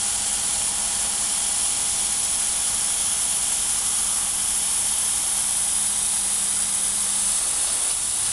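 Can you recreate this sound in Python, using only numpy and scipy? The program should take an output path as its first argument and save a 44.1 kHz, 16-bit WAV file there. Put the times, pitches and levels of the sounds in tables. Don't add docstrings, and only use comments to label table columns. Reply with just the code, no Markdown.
import sys
import numpy as np
from scipy import signal
from scipy.fft import rfft, irfft, next_fast_len
from scipy.io import wavfile
from scipy.ndimage import uniform_filter1d, map_coordinates

SR = 44100
rng = np.random.default_rng(int(sys.argv[2]) if len(sys.argv) > 2 else 0)


def field_ratio(decibels):
    return 10 ** (np.asarray(decibels, dtype=float) / 20)


def digitize_waveform(pressure):
    field = np.atleast_2d(pressure).T
    bounded = np.clip(field, -1, 1)
    quanta = np.round(bounded * 32767).astype(np.int16)
    wavfile.write(sys.argv[1], SR, quanta)


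N = 366902

# f/Hz, level/dB per Hz
MIDWAY_COLOUR = [(1060, -45), (1800, -29), (2080, -20.5), (2550, -20.5), (3070, -12.5), (3570, -13),
                 (3940, -17), (4940, -15), (5450, -11.5), (6240, -11.5), (7590, -8.5), (8560, -9.5),
                 (9960, 2.5), (10600, -3), (10900, -10), (14200, -29), (22000, -120)]

PUMP_HZ = 17.21
HUM_DB, HUM_DB_PER_S = 0.65, -0.5
CUT_END_S, SLIDE_RISE_S = 7.28, 0.38
BEAM_OFF_S, BEAM_ON_S, BEAM_FADE_S, RECOVER_S = 7.93, 8.11, 0.03, 0.17


def clock():
    return np.arange(N) / SR


def ramp(start, length):
    return np.clip((clock() - start) / length, 0, 1)


def bump(centre, length):
    return np.sin(np.pi * ramp(centre - length / 2, length)) ** 2


def unit(x):
    return x / np.sqrt(np.mean(x ** 2) + 1e-20)


def along(points, hz):
    f, value = np.transpose(points)
    return np.interp(np.log(hz + 1), np.log(f + 1), value)


def filtered(x, response):
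    m = next_fast_len(N + 8192)
    return irfft(rfft(x, m) * response(np.fft.rfftfreq(m, 1 / SR)), m)[..., :N]


def coloured(noise, colour):
    return unit(filtered(noise, lambda hz: field_ratio(along(colour, hz))))


def wobble(rate):
    knots = rng.standard_normal(int(N * rate / SR) + 4)
    return map_coordinates(knots, [np.arange(N) * rate / SR], order=1)


def patchy(patchy_db, size):
    z = signal.stft(rng.standard_normal(N + 512), nperseg=512)[2]
    field = uniform_filter1d(rng.standard_normal(z.shape), size[0], 0)
    field = uniform_filter1d(field, size[1], 1)
    return signal.istft(z * field_ratio(patchy_db * unit(field)), nperseg=512)[1][:N]


def tones(rows, unsteady_db):
    t = np.arange(0, N, 8) / SR
    knots = np.linspace(0, N / SR, 20)
    x = np.zeros(len(t))
    for hz, db in rows:
        level = np.interp(t, knots, field_ratio(db + unsteady_db * rng.standard_normal(20)))
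        x += level * np.sin(2 * np.pi * hz * t + rng.uniform(0, 2 * np.pi))
    return np.sqrt(2) * signal.resample_poly(x, 8, 1)[:N]


def standing(db, node, spacing, depth):
    return field_ratio(db) * (1 - np.clip(depth, 0, 1) * np.cos(2 * np.pi * (clock() - node) / spacing))


def rest():
    return ramp(BEAM_OFF_S - BEAM_FADE_S / 2, BEAM_FADE_S) - ramp(BEAM_ON_S, RECOVER_S)


def bounced(air, place):
    # place, off gantry/ms, off table/ms, off cover/ms
    bounces = [(0, 2.595, .9, 2.8), (.75, 2.445, .9, 2.745), (1.6, 2.443, .95, 2.76), (3, 2.42, 1.12, 2.57)]
    bounce_gain = [.13, .1, -.08]
    at, *delays = np.transpose(bounces)
    total = air
    for gain, ms in zip(bounce_gain, delays):
        delay = np.interp(place, at, ms) / 1000
        total = total + gain * map_coordinates(air, [np.arange(N) - delay * SR], order=3)
    return total


def jet():
    # t/s, place (0 near, 1 midway, 2 far, 3 corner)
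    travel = [(0, 0.5), (1.6, 0.6), (3.2, 1), (5.2, 1.44), (6.1, 2.4), (6.8, 2), (7.3, 3), (8.32, 3)]
    # centre t/s, level/dB, length/s
    swells = [(.05, 0.2, .3), (0.746, -0.9, 0.4), (1.1, -1, .3), (2.2, 0, 0.57), (4.33, -1, .4),
              (5.3, 0, .5), (7.304, 1.5, .34), (7.52, -0.6, 0.17), (7.68, 0.9, .2)]
    # f/Hz, level/dB per Hz
    near_colour = [(1060, -37), (1800, -14), (2060, -23.5), (2290, -17.5), (2620, -18), (2870, -11.5),
                   (3340, -9.5), (3680, -16.5), (3970, -11.5), (6150, -11.5), (7420, -5), (8370, -7.5),
                   (9810, 5), (10300, 2.5), (10900, -1), (14200, -43), (22000, -120)]
    # f/Hz, level/dB per Hz
    far_colour = [(1060, -58), (1800, -26), (2560, -22.5), (2790, -24), (3050, -17), (3680, -15),
                  (4000, -20.5), (5210, -16.5), (5660, -15.5), (7370, -14), (7880, -9.5), (9230, -6),
                  (9960, 2.5), (10300, 0.5), (10900, -11), (14200, -43), (22000, -120)]
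    # f/Hz, level/dB per Hz
    corner_colour = [(1060, -46), (1800, -22), (2360, -20), (2640, -18.5), (2870, -17), (3680, -11.5),
                     (4000, -14), (5570, -13.5), (6150, -11), (6680, -12), (8060, -5.5), (9230, -5.5),
                     (9960, 0), (10300, -1.5), (10900, -11.5), (14200, -44), (22000, -120)]

    swell_db = sum(db * bump(s, length) for s, db, length in swells)
    hiss_db = -28 - 0.2061 * clock() + swell_db - 1 * rest()
    sizzle_db = -25.5 + 0.18 * clock() + 1.4 * swell_db - 2.5 * rest()

    place = np.interp(clock(), *np.transpose(travel))
    flutter = field_ratio(0.44 * wobble(70) + 0.49 * wobble(500))
    air = bounced(flutter * patchy(0.62, size=(2, 200)), place)

    def below(hz):
        return 1 / (1 + (hz / 8650) ** 24)

    hiss, sizzle = 0, 0
    for k, colour in enumerate((near_colour, MIDWAY_COLOUR, far_colour, corner_colour)):
        share = np.clip(1 - abs(place - k), 0, 1)
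        low = filtered(air, lambda hz: field_ratio(along(colour, hz)) * below(hz))
        high = filtered(air, lambda hz: field_ratio(along(colour, hz)) * (1 - below(hz)))
        hiss = hiss + share * unit(low)
        sizzle = sizzle + share * unit(high)

    edge = filtered(sizzle, lambda hz: 1 / (1 + (10300 / (hz + 1)) ** 60))
    shade_db = -2.5 + 4.5 * np.sqrt(bump(4.3, 5))
    sizzle = sizzle + (field_ratio(shade_db) - 1) * edge
    surge = field_ratio(0.23 * wobble(45) + 0.18 * wobble(150))
    return field_ratio(hiss_db) * hiss + field_ratio(sizzle_db) * surge * sizzle


def kerf():
    # t/s, level/dB, length/s
    puffs = [(7.62, -35, .13), (7.893, -31.5, .034), (8.24, -32.5, .045)]
    # f/Hz, level/dB per Hz
    puff_colour = [(1800, -30), (2600, -5), (3600, -1), (4600, 0), (6500, -2), (8000, -33)]
    gusts = sum(field_ratio(db) * np.sin(np.pi * ramp(s, length)) for s, db, length in puffs)
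    thrum = field_ratio(-47.5) * ramp(8.15, 0.06) * np.sin(2 * np.pi * 106 * clock())
    return gusts * coloured(rng.standard_normal(N), puff_colour) + thrum


def drive():
    # f/Hz, level/dB per Hz
    slide_colour = [(250, -28), (330, -11), (520, -3), (700, 0), (1200, -17), (1500, -30)]
    step_hz, frame_hz = 196.2, 208.4
    step_db = -55 + 7.5 * ramp(0, CUT_END_S) ** 2
    running = field_ratio(step_db) * (1 - ramp(CUT_END_S, 0.1))
    steps = running * tones([(step_hz, 0)], unsteady_db=0.4)
    frame_gain = standing(db=-56.5, node=6, spacing=13, depth=0.8)
    frame = frame_gain * tones([(frame_hz, 0)], unsteady_db=1.5)

    whir = coloured(rng.standard_normal(N), slide_colour)
    sliding = ramp(7.19, SLIDE_RISE_S) * (1 - ramp(BEAM_OFF_S - BEAM_FADE_S, 2 * BEAM_FADE_S))
    restart = field_ratio(-12) * ramp(BEAM_ON_S + RECOVER_S / 2, RECOVER_S)
    return steps + frame + field_ratio(-46.5) * (sliding + restart) * whir


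def pump():
    # multiple of PUMP_HZ, level/dB
    strong = [(1, -59), (3, -53), (4, -54), (5, -66), (6, -63), (7, -66), (9, -64), (10, -64), (15, -63),
              (16, -60), (19, -65), (40, -56), (43, -63), (44, -59), (45, -60), (46, -64), (47, -50),
              (48, -56), (49, -61), (51, -62), (52, -62), (54, -59), (55, -57), (56, -62), (63, -62),
              (81, -62), (84, -62), (85, -63)]
    # f/Hz, level/dB
    body = [(15, -70), (300, -72), (500, -73), (900, -66), (1250, -70), (1500, -70), (2100, -76),
            (2600, -95)]
    # multiple, level/dB, node t/s, node spacing/s, depth 0-1
    waves = [(40, -56.5, 6.3, 10.6, .72), (44, -60, 2.2, 7, .5), (47, -49.5, 6.9, 15.6, 0.45),
             (48, -58.5, 2.8, 4.9, 0.8), (55, -57, 7, 13, 0.3)]
    order = np.arange(1, 125)
    level = along(body, order * PUMP_HZ) + 2.5 * rng.standard_normal(len(order))
    for multiple, db in strong:
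        level[round(multiple) - 1] = db
    rows = np.transpose([order * PUMP_HZ, level])

    low = order < 30
    high = ~low & ~np.isin(order, [round(k) for k, *_ in waves])
    near = field_ratio(HUM_DB + HUM_DB_PER_S * clock()) * tones(rows[low], unsteady_db=1.2)
    reach = field_ratio(1.4 - 0.7 * clock()) * tones(rows[high], unsteady_db=2.0)
    loudest = 0
    for k, *wave in waves:
        loudest = loudest + standing(*wave) * tones([(round(k) * PUMP_HZ, 0)], unsteady_db=0.1)
    return near + reach + loudest


def extraction():
    # f/Hz, level/dB per Hz
    rush_colour = [(180, -40), (300, -12), (450, -8.5), (700, -6), (900, -3.5), (1200, -3.5), (1420, -4.5),
                   (1520, -8), (1610, -5.5), (1780, -8), (1900, -10), (2020, -8.5), (2600, -10),
                   (3400, -10), (5700, -120)]
    # f/Hz, level/dB per Hz
    rumble_colour = [(10, -1), (25, 2.5), (60, 1), (80, -3.5), (130, -1.5), (200, 0.5), (330, -5),
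                     (430, -33), (700, -120)]
    # f/Hz, level/dB
    hum_rows = [(47.0, -56), (47.6, -65), (94.7, -60), (97.1, -62), (99.9, -62.5), (105.1, -60.5),
                (148.2, -68), (168.3, -69), (235.4, -63)]
    opens_db = 1.6 * ramp(CUT_END_S, SLIDE_RISE_S)
    rush_db = -40 - 0.1029 * clock() + opens_db - 3.5 * rest()
    throb = field_ratio(1.1 * np.sin(4 * np.pi * PUMP_HZ * clock()))
    rush = field_ratio(rush_db) * throb * coloured(patchy(1.0, size=(2, 120)), rush_colour)
    rumble = field_ratio(-51) * coloured(rng.standard_normal(N), rumble_colour)
    hums = field_ratio(HUM_DB + HUM_DB_PER_S * clock()) * tones(hum_rows, unsteady_db=-1.0)

    shaft_hz = 54.6 + 4.5 * bump(2.5, 8.5)
    shaft = np.sin(2 * np.pi * np.cumsum(shaft_hz) / SR)
    blower = np.sqrt(2) * field_ratio(-59 + 0.5 * clock()) * shaft
    return rush + rumble + hums + blower


def scene():
    mono = jet() + kerf() + drive() + pump() + extraction()
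    return np.tile(mono, (2, 1))


def doubled_rate(x):
    # f/Hz, level/dB
    doubling = [(9000, 0), (10300, 0), (11025, -6), (11450, -11.5), (11850, -17.5), (12350, -35),
                (12450, -78)]
    half = filtered(x, lambda hz: hz < SR / 4) * (1 + (-1) ** np.arange(N))
    return filtered(half, lambda hz: field_ratio(along(doubling, hz)))


def treble_split():
    start, length = 2.226, 0.044
    moment = np.sin(np.pi * ramp(start, length)) ** 0.5
    noise = rng.standard_normal(N)
    band = filtered(noise, lambda hz: field_ratio(along(MIDWAY_COLOUR, hz)) * (hz > 5100) * (hz < 10450))
    return field_ratio(-28) * moment * unit(band) * [[1], [-1]]


def roll_off(x):
    return signal.sosfilt(signal.butter(12, 13200, fs=SR, output="sos"), x)


def record(dry):
    mix = doubled_rate(dry[0]) + treble_split()
    return roll_off(mix)


dry = scene()
out = record(dry)
digitize_waveform(out)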